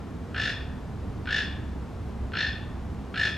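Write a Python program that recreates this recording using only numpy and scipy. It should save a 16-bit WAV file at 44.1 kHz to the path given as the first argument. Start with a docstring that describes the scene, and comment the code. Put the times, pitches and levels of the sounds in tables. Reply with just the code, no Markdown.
"""A treetop among leaves and trees: a toucan croaks four times over the low rumble of distant traffic.
Each croak is a faint tick, then a slowing rattle of nine noise pulses filtered by throat and bill resonances.
A short sine rings inside each pulse, and the voice brightens as the throat opens and the croak swells.
Random reflections off leaves and trees scatter the pulses and give a short tail.
Traffic and hiss are shaped noise; a far engine is two wavering narrow bands that rise and fall."""
import sys
import numpy as np
from scipy import signal
from scipy.fft import rfft, irfft
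from scipy.io import wavfile

SR = 44100
rng = np.random.default_rng(int(sys.argv[2]) if len(sys.argv) > 2 else 0)


def wav_record(signal):
    """Record a signal, one row per channel, as 16-bit PCM in the file named by sys.argv[1]."""
    frames = np.transpose(np.atleast_2d(signal))
    bounded = np.clip(frames, -1, 1)
    # unit amplitude maps onto the largest positive 16-bit level
    quanta = np.round(bounded * 32767).astype(np.int16)
    wavfile.write(sys.argv[1], SR, quanta)


N = 148617  # length in samples


def amp(db):
    """Decibels to gain."""
    return 10 ** (np.asarray(db) / 20)


def unit(x):
    """Scales to rms 1."""
    return x / np.sqrt(np.mean(x ** 2) + 1e-20)


def read(points, hz):
    """Reads a table on a log-frequency axis."""
    f, value = np.transpose(points)
    return np.interp(np.log(hz + 1), np.log(f + 1), value)


def add(mix, s, sound):
    """Mixes a sound in at a time in seconds."""
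    part = mix[max(round(s * SR), 0):][:len(sound)]
    part += sound[:len(part)]


def bump(hz, centre, width):
    """Power response of a steep resonance."""
    return 1 / (1 + ((hz - centre) / width * np.sqrt(2)) ** 2) ** 3


def noise(gain):
    """Random-phase noise with the given gain in each frequency bin."""
    return irfft(gain * np.exp(2j * np.pi * rng.random(len(gain))), N)


def place(x, pan_db, phase):
    """Level and phase differences between left and right, given on an even grid of frequencies."""
    # half of the difference goes to each side, in opposite directions
    turn = (amp(pan_db) * np.exp(1j * phase)) ** np.array([[.5], [-.5]])
    taps = np.roll(irfft(turn, N), 1024, axis=1)[:, :2049] * np.hanning(2049)
    return signal.oaconvolve(x, taps, "same", axes=1)


# Spectrum of traffic and air: (frequency [Hz], relative level per Hz [dB])
AIR_SPECTRUM = [(12, -30), (24, -14), (42, -17), (50, -4), (82, 0.5), (100, -1), (118, -1.5), (142, -7.5),
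                (168, -5), (250, -7), (320, -13), (460, -15), (540, -21.5), (680, -20), (1100, -24),
                (1500, -29), (2200, -35.5), (4000, -42), (7000, -48.5), (10000, -54.5), (13000, -58.5),
                (15500, -68)]
# Stereo width of the air: (frequency [Hz], side minus mid [dB])
AIR_WIDTH = [(30, -20), (100, -25), (250, -24), (450, -11), (650, -18.5), (1200, -13.5), (2200, -8),
             (7000, -7), (11000, -27)]
# Balance of the air: (frequency [Hz], left minus right [dB])
AIR_BALANCE = [(40, 0), (150, -2.3), (350, -.5), (700, 1), (10000, 0)]
# Phase by which the left leads: (frequency [Hz], phase [rad])
AIR_LEAD = [(30, 0), (95, 0.13), (250, 0.76), (470, 1), (540, 0.18)]
AIR_DB = -36  # rms level


def air():
    """Distant traffic and faint hiss: shaped noise, nearly mono in the bass."""
    hz = np.fft.rfftfreq(N, 1 / SR)
    gain = amp(read(AIR_SPECTRUM, hz))
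    mid = noise(gain)
    side = noise(gain * amp(read(AIR_WIDTH, hz)))
    stereo = np.array([mid + side, mid - side])
    placed = place(stereo, read(AIR_BALANCE, hz), read(AIR_LEAD, hz))
    return amp(AIR_DB) * unit(placed)


# Low orders of a far engine: (frequency [Hz], width [Hz], relative level [dB])
ENGINE_ORDERS = [(32.2, 4.1, -11), (67, 10, 0)]
# Swells of the engine, before its trim: (time [s], level [dB])
ENGINE_SWELL = [(0.0, -70), (0.06, -45), (0.37, -45), (0.47, -63), (0.63, -32.5), (0.84, -40.5),
                (1.1, -35.5), (1.16, -39.5), (1.7, -35), (2.01, -44), (2.23, -29), (2.45, -50),
                (2.51, -39.5), (2.77, -34), (2.92, -40), (3.37, -48)]
ENGINE_TRIM_DB = -2


def drone():
    """A far engine: two wavering low orders that swell and fade, slightly louder on the right."""
    hz, t = np.fft.rfftfreq(N, 1 / SR), np.arange(N) / SR
    orders = np.zeros(N)
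    for f, width, db in ENGINE_ORDERS:
        z = signal.hilbert(noise(np.sqrt(bump(hz, f, width))))
        # more than evens out the noise's level changes, turning its dips into peaks
        wavering = z.real / (abs(z) + 1e-12) ** 1.16
        orders += amp(db) * unit(wavering)
    swell_db = np.interp(t, *np.transpose(ENGINE_SWELL))
    # the left is 0.5 dB softer, the right 0.5 dB louder
    return orders * amp(ENGINE_TRIM_DB + swell_db) * amp([[-.5], [.5]])


# Stereo width of the reflections: (frequency [Hz], side over mid [ratio])
REFLECTION_WIDTH = [(800, .25), (1750, 0.18), (3000, 0.29), (5000, 0.44), (7000, 0.7), (9000, 1.2)]


def scatter(x, t60s, delay_s):
    """A cloud of small reflections, each band dying at its own speed, widest in the treble."""
    # about 4000 random reflections a second
    taps = rng.standard_normal((2, SR)) * (rng.random((2, SR)) < 4000 / SR)
    hz, t, z = signal.stft(taps, SR, nperseg=256)
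    z[1] *= read(REFLECTION_WIDTH, hz)[:, None]
    decay = amp(-60 * t / read(t60s, hz)[:, None])
    tail = signal.istft(z * decay, SR, nperseg=256)[1]
    tail /= np.linalg.norm(tail[0])
    tail = np.pad(tail, ((0, 0), (round(delay_s * SR), 0)))
    mid, side = signal.fftconvolve(x[None], tail, axes=1)[:, :N]
    return np.array([mid + side, mid - side])


# Decay of the surrounding trees: (frequency [Hz], time to fall 60 dB [s])
TREE_DECAY = [(500, 1), (1700, 0.7), (3500, 0.58), (6000, 0.37), (12000, 0.43)]
# Colour of what the trees send back: (frequency [Hz], gain [dB])
TREE_COLOUR = [(1400, -1), (1750, 0.5), (2100, 1.5), (2550, 6), (2900, -0.5), (3450, 10), (3750, 0),
               (4400, 5), (7000, 4.5)]
TREE_DB, TREE_DELAY_S = -7, .025


def trees(bird):
    """The surrounding trees recolour the voice and return it late as a short tail."""
    hz = np.fft.rfftfreq(N, 1 / SR)
    coloured = irfft(rfft(bird) * amp(read(TREE_COLOUR, hz)), N)
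    return amp(TREE_DB) * scatter(coloured, TREE_DECAY, TREE_DELAY_S)


LEAF_DB, LEAF_T60_S, LEAF_DELAY_S = 0, 0.15, .004


def leaves(bird):
    """Nearby leaves scatter the voice early, with the same fast decay in every band."""
    return amp(LEAF_DB) * scatter(bird, [(1000, LEAF_T60_S)], LEAF_DELAY_S)


RASP_RISE_S, RASP_FALL_S = 0.0012, 0.0024
RASP_HOLD_S = (.0055, .008)  # (at the start, fully open)
SNAP = 0.11  # click on the first sample, gone once the throat is open


def rasp(opening, size=1024):
    """One raw pulse: a snap with a short flutter at first, a longer burst once the throat is open."""
    t = np.arange(size) / SR
    hold = np.interp(opening, [0, 1], RASP_HOLD_S)
    rise = np.minimum(t / RASP_RISE_S, 1)
    shape = rise * np.exp(-np.maximum(t - hold, 0) / RASP_FALL_S)
    z = rfft(shape * rng.standard_normal(size))
    evened = irfft(z / np.sqrt(abs(z) + 1e-9))  # partly flattens the random spectrum
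    puff = evened * np.sqrt(shape)
    puff /= np.linalg.norm(puff)
    puff[0] += SNAP * (1 - opening)
    return puff


TONE_HZ, TONE_DB = (1490, 1760), (-27, -19.5)  # (at the start, fully open)
TONE_S, TONE_WANDER = .014, .012  # length, relative scatter of pitch


def tone(opening):
    """A short sine at the main resonance that swells and dies within one pulse."""
    t = np.arange(0, TONE_S, 1 / SR)
    hz = np.interp(opening, [0, 1], TONE_HZ) * (1 + TONE_WANDER * rng.standard_normal())
    swell = np.sin(np.pi * t / TONE_S) ** 2
    ring = swell * np.sin(2 * np.pi * (hz * t + rng.random()))
    return amp(np.interp(opening, [0, 1], TONE_DB)) * ring / np.linalg.norm(ring)


# Resonances of throat and bill:
# (frequency [Hz], width [Hz], level at the start [dB], level when fully open [dB])
RESONANCES = [(584, 385, -19, -19), (1333, 118, -1.5, -16), (1523, 185, 1.5, -6.5), (1760, 222, -8.5, -4),
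              (1887, 104, -15, -9.5), (2550, 780, -13, -14.5), (2833, 250, -10.5, -8.5),
              (3224, 210, -11.5, -23), (3554, 425, -18, -9.5), (4226, 330, -16, -13), (4650, 220, -30, -19),
              (5187, 290, -25, -17), (5900, 1300, -45.5, -29.5), (6670, 1850, -56, -37.5),
              (8800, 3400, -57.5, -48.5)]
BILL_HZ, BILL_WIDTH_HZ, HISS_HZ = 4280, 240, 6850


def throat(opening, colour, size=2048):
    """Minimum-phase ring of throat and bill at one opening, in the colour of one croak."""
    tilt_db, hiss_db, bill_db = colour
    hz = abs(np.fft.fftfreq(size, 1 / SR))
    power = sum(amp(shut + (wide - shut) * opening) ** 2 * bump(hz, f, w)
                for f, w, shut, wide in RESONANCES)
    # the treble tilts from the fourth resonance upward
    db = tilt_db * np.log2(np.maximum(hz / RESONANCES[3][0], 1))
    db += bill_db * bump(hz, BILL_HZ, BILL_WIDTH_HZ)
    db += hiss_db * (1 - 1 / (1 + (hz / HISS_HZ) ** 10))
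    log_gain = np.log(np.sqrt(power) * amp(db) + 1e-5)
    return np.fft.ifft(np.exp(np.conj(signal.hilbert(log_gain)))).real


# The four croaks, levels before the overall gain:
# (first full pulse [s], level [dB], first gap between pulses [s], tick relative to the first pulse [dB],
#  time to full effort [s], fade after it [dB/s], treble tilt [dB/octave], hiss above 7 kHz [dB],
#  bill ring [dB])
CROAK_LIST = [(0.3434, -1.5, 0.016, -24, 0.078, 37, -0.33, 3, -3.5),
              (1.2710, 0, 0.016, -6, 0.1033, 243, -0.2, 1.5, -6),
              (2.334, -0.9, .0159, -8, 0.066, 121, 0.4, -6.5, 2.5),
              (3.1404, 0, 0.016, -24, 0.12, 378, -0.47, 4.5, -3)]
CROAK_GAIN_DB = 18
PULSE_COUNT, SLOWING = 9, .11  # the gap grows as this power of the pulse number
OPEN_S = 0.04  # time for the throat to open
START_DB, SWELL_BEND = -8.5, 0.57  # effort at the first pulse, shape of the swell
UNEVEN_DB = .5  # scatter of strength between pulses
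TICK_LEAD_S = .0137
TICK_COLOUR = (-5.5, 0, 0)  # (treble tilt [dB/octave], hiss [dB], bill ring [dB])


def toucan():
    """Each croak: a faint tick, then uneven pulses that slow down and swell while the throat opens."""
    out = np.zeros(N)
    for start, db, gap, tick_db, peak_s, fade_db, *colour in CROAK_LIST:
        tick = amp(db + START_DB + tick_db) * throat(0.85, TICK_COLOUR)
        add(out, start - TICK_LEAD_S, tick)
        gaps = gap * np.arange(1, PULSE_COUNT) ** SLOWING
        for s in np.append(0, np.cumsum(gaps)):
            opening = min(s / OPEN_S, 1)
            effort_db = START_DB * (1 - min(s / peak_s, 1) ** SWELL_BEND)
            effort_db -= fade_db * max(s - peak_s, 0)
            strength = amp(db + effort_db + UNEVEN_DB * rng.standard_normal())
            pulse = signal.fftconvolve(rasp(opening), throat(opening, colour))
            add(out, start + s, strength * pulse)
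            add(out, start + s, strength * tone(opening))
    return amp(CROAK_GAIN_DB) * out


BIRD_PAN_DB, BIRD_LAG_S = 1.0, .000011  # the left is a little louder and earlier


def scene():
    """The bird among leaves and trees, over traffic and engine."""
    bird, hz = toucan(), np.fft.rfftfreq(N, 1 / SR)
    voice = bird + leaves(bird) + trees(bird)
    placed = place(voice, BIRD_PAN_DB, 2 * np.pi * hz * BIRD_LAG_S)
    return placed + air() + drone()


EDGE_HZ = 15600


def record(dry):
    """Band limit: a steep linear-phase low-pass takes off the extreme treble."""
    lowpass = signal.firwin(511, EDGE_HZ, window=("kaiser", 9), fs=SR)
    return signal.oaconvolve(dry, lowpass[None], "same")


dry = scene()
out = record(dry)
wav_record(out)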